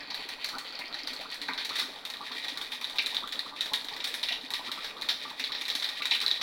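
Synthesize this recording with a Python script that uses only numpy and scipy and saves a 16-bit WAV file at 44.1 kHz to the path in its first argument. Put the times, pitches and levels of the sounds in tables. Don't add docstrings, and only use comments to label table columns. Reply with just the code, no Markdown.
import sys
import numpy as np
from scipy import signal
from scipy.fft import rfft, irfft, next_fast_len
from scipy.io import wavfile
from scipy.ndimage import map_coordinates

SR = 44100
rng = np.random.default_rng(int(sys.argv[2]) if len(sys.argv) > 2 else 0)


def inscribe(sig):
    pcm = np.round(np.clip(np.atleast_2d(sig).T, -1, 1) * 32767)
    wavfile.write(sys.argv[1], SR, pcm.astype(np.int16))


N = 283122

# start in seconds, then relative levels in dB of snap, steam, oil spray.
SEED_POPS = [(0.1026, -33.5, -25.5, -57), (0.1443, -21.5, -31, -46), (0.2883, -43, -28.5, -45),
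             (0.4445, -20, -26, -39), (0.488, -35, -28.5, -44), (0.584, -26.5, -36, -41),
             (0.7906, -26.5, -31, -46.5), (0.943, -23.5, -31, -52), (0.9879, -33, -34, -60),
             (1.072, -32, -28, -45), (1.1328, -34, -36, -46), (1.1638, -27.5, -40, -59),
             (1.2114, -43, -36, -49), (1.3143, -35, -44, -49), (1.343, -27, -34, -45),
             (1.4163, -25, -31, -45.5), (1.4835, -28, -32, -53), (1.5348, -23, -35, -50),
             (1.577, -30, -22, -50), (1.6489, -23, -28.5, -40), (1.6923, -26, -25, -48),
             (1.7554, -37, -22, -41), (1.7659, -38, -25.5, -48), (1.786, -38, -22, -44),
             (1.7947, -32, -20, -34), (1.8116, -35, -40, -52), (2.052, -27, -29, -44.5),
             (2.1005, -31, -31.5, -43.5), (2.1379, -28, -34, -51), (2.265, -48, -37, -56),
             (2.3153, -46, -27.5, -73), (2.4439, -47, -27.5, -47.5), (2.4826, -23.5, -25, -45),
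             (2.574, -27, -30, -42.5), (2.6141, -24, -27.5, -45), (2.7194, -27, -26, -43),
             (2.8125, -34, -31, -45), (2.8437, -19, -31, -44), (2.8976, -27.5, -49, -45),
             (2.9586, -33, -36, -47.5), (2.9846, -15, -18, -56), (3.0214, -30, -40, -44),
             (3.0612, -17, -28, -39), (3.0674, -21, -36, -45), (3.1462, -23, -26, -41),
             (3.1676, -14.5, -26, -70), (3.2749, -27, -38, -45), (3.3233, -24.5, -26, -44),
             (3.3925, -17, -31, -46), (3.562, -34, -34, -58), (3.6084, -15.5, -22.5, -38),
             (3.658, -40, -25.5, -48), (3.7347, -22.5, -17.5, -36.5), (3.8457, -27, -44, -47),
             (3.8853, -25.5, -30, -50), (3.9633, -33, -31, -48), (4.0031, -29, -29, -58),
             (4.0418, -31, -22, -37), (4.073, -25, -26.5, -38), (4.1411, -25, -28, -36),
             (4.2298, -24.5, -19, -41.5), (4.2867, -19, -24, -46), (4.3221, -25, -24, -48),
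             (4.5047, -23.5, -32, -40), (4.5374, -17.5, -23, -40.5), (4.7164, -24, -25.5, -43.5),
             (4.8444, -32, -24.5, -41.5), (5.013, -29, -47, -46), (5.021, -20.5, -28.5, -45),
             (5.0878, -29, -18, -39.5), (5.0938, -17.5, -18, -50), (5.3009, -41, -36, -53.5),
             (5.3953, -34, -23.5, -42.5), (5.44, -18.5, -23.5, -55), (5.5199, -27, -23, -85),
             (5.5479, -29, -23.5, -67), (5.6121, -24.5, -28.5, -42.5), (5.6535, -25, -30, -50),
             (5.681, -31, -24.5, -39.5), (5.7012, -17, -22, -47), (5.7519, -19, -23, -35),
             (5.7987, -23.5, -33, -47), (5.8239, -21.5, -22, -43), (5.844, -17, -20.5, -42),
             (5.8889, -24, -27, -43), (6.0212, -20.5, -27, -47), (6.055, -18, -24, -38),
             (6.1108, -14.5, -17.5, -42), (6.1488, -18, -23, -42), (6.2032, -26, -29, -42),
             (6.2133, -22, -21.5, -37.5), (6.2633, -13.5, -28, -41), (6.2806, -15, -32, -43),
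             (6.3057, -25, -23, -65), (6.3135, -12, -28.5, -48), (6.4124, -38, -19, -50)]
# frequency in Hz, relative density in dB.
SPRAY_SPECTRUM = [(300, -44), (3500, -2), (5300, 10.5), (7000, 1.5), (10000, 3), (12500, -2.5), (16000, -2)]
CLEAR_HZ, FOAMY_HZ = 4135, 3838
TYPICAL_STEAM_DB = -25.5


def amp(db):
    return 10 ** (np.asarray(db) / 20)


def unit(x):
    return x / np.sqrt(np.mean(x ** 2) + 1e-20)


def along(points, hz):
    f, v = np.transpose(points)
    return np.interp(np.log(hz + 1), np.log(f + 1), v)


def wobble(rate_hz):
    knots = rng.standard_normal(int(N * rate_hz / SR) + 4)
    return map_coordinates(knots, [np.arange(N) * rate_hz / SR])


def lumpy(t, rate_hz, knots, depth_db):
    return unit(amp(depth_db * np.interp(t * rate_hz, np.arange(len(knots)), knots)))


def filtered(x, response):
    m = next_fast_len(N + SR // 2)
    return irfft(rfft(x, m) * response(np.fft.rfftfreq(m, 1 / SR)), m)[..., :N]


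def add(track, s, sound):
    start = int(np.clip(round(s * SR), 0, N))
    track[start:start + len(sound)] += sound[:N - start]


def coloured(x, spectrum):
    return unit(filtered(x, lambda hz: amp(along(spectrum, hz))))


def crackle(spectrum, rate_hz, spread_db):
    bursts = (rng.random(N) < rate_hz / SR) * rng.choice([-1, 1], N)
    size_db = spread_db * np.clip(rng.standard_normal(N), -2, 2)
    return coloured(bursts * amp(size_db), spectrum)


def ragged(pitch_hz, blur_hz):
    t = np.arange(len(pitch_hz)) / SR
    knots = rng.standard_normal((2, 400))
    a, b = [map_coordinates(k, [t * 2 * blur_hz], mode="mirror") for k in knots]
    phase = 2 * np.pi * np.cumsum(pitch_hz) / SR
    return unit(a * np.cos(phase) + b * np.sin(phase))


def foam(s):
    middle_s, length_s = 1.52, 1
    return np.clip(.5 + (s - middle_s) / length_s, 0, 1)


def sizzle(sizzle_db=-5.5, spray_db=-26, foam_db=4, foam_damp_db=-1.5, flicker_db=4.5):
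    # time in seconds, overall level in dB before flicker.
    simmer = [(0.0, -39.5), (0.39, -43), (1.23, -44), (1.64, -42.5), (2.11, -44), (3.07, -38.5),
              (3.48, -45.5), (4.17, -37), (4.88, -46), (5.43, -40.5), (5.56, -40.5), (6.42, -38)]
    # frequency in Hz, relative density in dB.
    fresh_spectrum = [(820, -40), (1400, -13), (1760, -10), (1900, -1), (2420, -1.5), (2960, -5.5),
                      (3080, 0), (3360, -1.5), (4370, 1), (5350, -21), (6240, -29), (7000, -26),
                      (9100, -52), (15400, -120)]
    foamy_spectrum = [(820, -84), (1400, -35), (1750, -0.5), (1900, 3), (2060, -0.5), (2450, 1),
                      (2650, -4.5), (2960, -3), (3820, 7.5), (4520, -4), (4830, -4), (7000, -27),
                      (9100, -26), (15400, -120)]
    t = np.arange(N) / SR
    cover = foam(t)
    fresh = crackle(fresh_spectrum, rate_hz=1500, spread_db=3.5)
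    foamy = crackle(foamy_spectrum, rate_hz=900, spread_db=-0.5)
    spray = amp(spray_db + foam_db * cover) * crackle(SPRAY_SPECTRUM, rate_hz=2000, spread_db=6.5)
    fizz = amp(sizzle_db) * (np.sqrt(1 - cover) * fresh + amp(foam_damp_db) * np.sqrt(cover) * foamy)
    level_db = np.interp(t, *np.transpose(simmer)) + flicker_db * wobble(30)
    return amp(level_db) * (fizz + spray)


def flame(flame_db=-54.0):
    # frequency in Hz, relative density in dB.
    rush_spectrum = [(20, 9), (50, -14), (80, -13), (125, -11), (170, -6.5), (255, -7.5), (370, -4.5),
                     (600, 0.5), (900, -3), (1200, -5), (1600, -2.5), (3000, -32.5)]
    flutter_db = 1.5 * wobble(25)
    return amp(flame_db + flutter_db) * coloured(rng.standard_normal(N), rush_spectrum)


def spits(gain_db=-11, t60_s=0.16, rise_s=0.00093, blur_hz=520, grain_db=4):
    # start in seconds, relative level in dB, pitch in Hz.
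    spit_events = [(0.0044, -30.5, 2097), (0.812, -24, 2290), (1.486, -19.5, 1907), (2.9846, -18.5, 2510),
                   (3.5694, -35, 2420), (4.2863, -19, 2460), (4.3202, -21, 3210), (4.8845, -29.5, 2360),
                   (5.3971, -22.5, 2445), (5.6162, -26.5, 2390), (6.0202, -21, 2520), (6.1108, -17, 2368),
                   (6.1372, -14.5, 2810)]
    out, t = np.zeros(N), np.arange(SR // 5) / SR
    for s, db, hz in spit_events:
        droplets = lumpy(t, 350, rng.standard_normal(100), grain_db)
        spurt = (1 - np.exp(-t / rise_s)) * amp(-60 * t / t60_s)
        add(out, s, amp(db + gain_db) * spurt * droplets * ragged(np.full(len(t), hz), blur_hz))
    return out


def burble(level_db=-53, spread_db=4, low_hz=260, high_hz=1500, decay_cycles=3, count=600):
    out, t = np.zeros(N), np.arange(SR // 20) / SR
    places = rng.random((count, 2))
    chances = np.clip(rng.standard_normal(count), -2, 2)
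    for (when, size), chance in zip(places, chances):
        hz = high_hz + (low_hz - high_hz) * size
        age = t * hz / decay_cycles
        phase = 2 * np.pi * hz * t * (1 + 0.015 * np.minimum(age, 4))
        blip = (1 - np.exp(-6 * age)) * np.exp(-age) * np.sin(phase)
        add(out, when * N / SR, amp(level_db + spread_db * chance) * np.sqrt(hz / low_hz) * blip)
    return out


def snap_pitch(s):
    return CLEAR_HZ + (FOAMY_HZ - CLEAR_HZ) * foam(s)


def snaps(seeds, rise_s=0.00058, echo_db=-27, tick_db=-24, scatter=0.033):
    out, t = np.zeros(N), np.arange(SR // 20) / SR
    for s, db in seeds:
        hz = snap_pitch(s) * np.exp(scatter * rng.standard_normal())
        snap = t / rise_s * np.exp(1 - t / rise_s) * np.sin(2 * np.pi * hz * t)
        walls = rng.standard_normal(len(t)) * (t > .002) * np.exp(-t / 0.012)
        echo = signal.fftconvolve(snap, walls)[:len(t)]
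        tick = np.diff(rng.standard_normal(len(t) + 1)) * np.exp(-t / 0.00012)
        add(out, s, amp(db) * (snap + amp(tick_db) * tick + amp(echo_db) * unit(echo)))
    return out


def small_seeds(level_db=-34.0, spread_db=4.0, mist_db=-65, mist_spread_db=3, mist_t60_s=0.047, count=200):
    times = rng.uniform(0, N / SR, count)
    size, wet = np.clip(rng.standard_normal((count, 2)), -2, 2).T
    mist_power, t = np.zeros(N), np.arange(SR // 10) / SR
    for s, db in zip(times, mist_db + spread_db * size + mist_spread_db * wet):
        add(mist_power, s, amp(db - 60 * t / mist_t60_s) ** 2)
    cracks = snaps(zip(times, level_db + spread_db * size), rise_s=0.00041, scatter=0.068)
    return cracks + np.sqrt(mist_power) * crackle(SPRAY_SPECTRUM, rate_hz=3900, spread_db=3)


def gurgles(gain_db=-10, swell_s=0.01043, glug_db=-12, glug_hz=320, grain_db=2.5):
    # time in seconds, relative level in dB, pitch in Hz.
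    pockets = [(0.104, -37, 906), (0.188, -40.5, 834), (0.528, -31, 1227), (0.561, -35, 862),
               (0.582, -37.5, 1075), (0.793, -37.5, 752), (1.193, -36, 665), (1.25, -36.5, 1194),
               (1.486, -30.5, 983), (1.705, -35, 1173), (1.813, -33, 1194), (2.202, -35, 1048),
               (2.309, -38.5, 1253), (2.557, -40, 1143), (2.595, -45, 957), (2.727, -41, 955),
               (2.81, -40, 1098), (2.932, -39, 737), (3.121, -42, 873), (3.226, -32.5, 1126),
               (3.353, -41, 1190), (3.459, -37, 1200), (3.519, -42, 928), (3.713, -34, 853),
               (3.906, -38.5, 873), (4.306, -37.5, 723), (4.511, -35, 964), (4.593, -34.5, 850),
               (4.673, -34.5, 1107), (4.773, -37.5, 1198), (4.959, -38, 1166), (5.018, -40.5, 1103),
               (5.249, -35, 1107), (5.303, -39, 944), (5.492, -36.5, 1190), (6.002, -37, 1210),
               (6.111, -38, 863), (6.233, -34, 1263), (6.398, -38, 1190)]
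    out, t = np.zeros(N), np.arange(SR // 10) / SR
    blur_hz, octaves_per_s = 210, 22
    for s, db, hz in pockets:
        haste, climb = np.exp(rng.standard_normal(2) * [.15, .3])
        pitch_hz = hz * 2 ** np.clip(climb * octaves_per_s * (t - swell_s), -.7, .2)
        glug = amp(glug_db) * ragged(np.full(len(t), glug_hz), blur_hz)
        age = haste * t / swell_s
        swell = age * np.exp(1 - age)
        lumps = lumpy(t, 200, rng.standard_normal(32), grain_db)
        add(out, s - .002, amp(db + gain_db) * swell * lumps * (ragged(pitch_hz, blur_hz) + glug))
    return out


def splutter(levels_db, spectrum, shifts, gain_db, rise_s, burst, grain_db, t60_s, colour_db=2):
    out, t = np.zeros(N), np.arange(SR // 3) / SR
    hz = np.fft.rfftfreq(len(t), 1 / SR)
    for (_s, _, steam_db, _), db, shift in zip(SEED_POPS, levels_db, shifts):
        noise, lumps, colour = rng.standard_normal((3, len(t)))
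        own_db = colour_db * np.interp(hz / 1800, np.arange(len(t)), colour)
        steam = unit(irfft(rfft(noise) * amp(along(spectrum, hz / shift) + own_db), len(t)))
        bubbles = lumpy(t, 330, lumps, grain_db)
        life_s = t60_s * np.exp(0.0148 * (steam_db - TYPICAL_STEAM_DB))
        spurt = (1 - np.exp(-t / rise_s)) * (bubbles * amp(-60 * t / life_s) + burst * np.exp(-t / 0.0014))
        add(out, _s, amp(db + gain_db) * spurt * steam)
    return out


def steam_spurts(body_db=-36.5, body_follows=0.49, body_with_spray=0.094):
    # frequency in Hz, relative density in dB, before the shift per seed.
    low_spectrum = [(70, -25), (200, -21.5), (700, -9.5), (1300, -5), (1850, 5.5), (2500, 1.5), (3000, -7),
                    (3800, -22.5)]
    high_spectrum = [(150, -49), (900, -25.5), (2200, -26), (3100, -7), (3700, 3.5), (4100, -1.5),
                     (4500, -6), (4800, -11), (5500, -12.5), (6600, -30.5), (9000, -53)]
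    s, _, steam_db, spray_db = np.transpose(SEED_POPS)
    varied = np.exp(0.078 * rng.standard_normal(len(SEED_POPS)))
    low_db = body_db + body_follows * (steam_db - TYPICAL_STEAM_DB)
    low_db = low_db + body_with_spray * (spray_db - spray_db.mean())
    low = splutter(low_db, low_spectrum, varied, gain_db=-3, rise_s=0.00084,
                   burst=0.85, grain_db=1.6, t60_s=0.14, colour_db=2.5)
    high = splutter(steam_db, high_spectrum, snap_pitch(s) / FOAMY_HZ, gain_db=-7.5, rise_s=0.001,
                    burst=0.31, grain_db=1.5, t60_s=0.14)
    spray = splutter(spray_db, SPRAY_SPECTRUM, varied, gain_db=-3.5, rise_s=0.00005,
                     burst=1.0, grain_db=2.2, t60_s=0.18)
    return low + high + spray


def kitchen(x, count=12):
    # frequency in Hz, 60 dB decay time in seconds.
    decay_times = [(200, 0.16), (2000, 0.5), (5000, 0.5), (14000, 0.55)]
    out, start = np.zeros(N), 0
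    for piece in np.array_split(x, count):
        hz, t, z = signal.stft(rng.standard_normal(SR // 2), SR, nperseg=256)
        decay = amp(-60 * t / along(decay_times, hz)[:, None])
        tail = signal.istft(z * decay, SR, nperseg=256)[1]
        add(out, start / SR + .007, signal.fftconvolve(piece, tail / np.linalg.norm(tail)))
        start += len(piece)
    return out


def pan(x):
    # centre in Hz, width in Hz, gain in dB.
    modes = [(257.8, 18, 9.5), (285, 19.5, 2), (443, 6.1, 7), (846, 48, 0), (964, 79, -3), (1176, 27, 3),
             (1892, 52, -3), (2170, 7.3, -42), (2363, 53, -6), (2460, 54, -5.5), (2640, 4.7, -43),
             (3120, 36, -13), (3980, 8.6, -25), (3680, 140, -18), (4040, 10, -17), (4473, 79, -2)]

    def response(f):
        return 1 + sum(amp(db) * 1j * f * w / (c * c - f * f + 1j * f * w) for c, w, db in modes)
    return filtered(x, response)


def spread(x, hiss_db=-70):
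    # frequency in Hz, scatter on the side relative to mid in dB.
    side_levels = [(30, -29), (100, -24), (250, -38), (650, -36), (1100, -60), (2500, -81), (4200, -67),
                   (6000, -32), (9000, -34), (15000, -30)]
    # frequency in Hz, relative density in dB.
    hiss_spectrum = [(30, -5), (150, 11), (600, 4), (1000, -5.5), (4500, -16.5), (6500, 2), (15000, 0)]
    z = signal.stft(x, nperseg=128)[2]
    random_phase = np.exp(2j * np.pi * rng.random(z.shape))
    scatter = unit(signal.istft(z * random_phase, nperseg=128)[1][:N]) * np.std(x)
    hiss = amp(hiss_db) * coloured(rng.standard_normal(N), hiss_spectrum)
    side = filtered(scatter, lambda hz: amp(along(side_levels, hz))) + hiss
    return np.array([x + side, x - side])


def scene():
    pops = snaps(np.array(SEED_POPS)[:, :2]) + steam_spurts()
    oil = pops + small_seeds() + spits() + gurgles() + burble() + sizzle()
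    return spread(pan(oil + amp(-7) * kitchen(oil) + flame()))


def record(dry, low_cut_hz=32, top_hz=16100):
    return filtered(dry, lambda hz: 1j * hz / (1j * hz + low_cut_hz) * (hz < top_hz))


dry = scene()
out = record(dry)
inscribe(out)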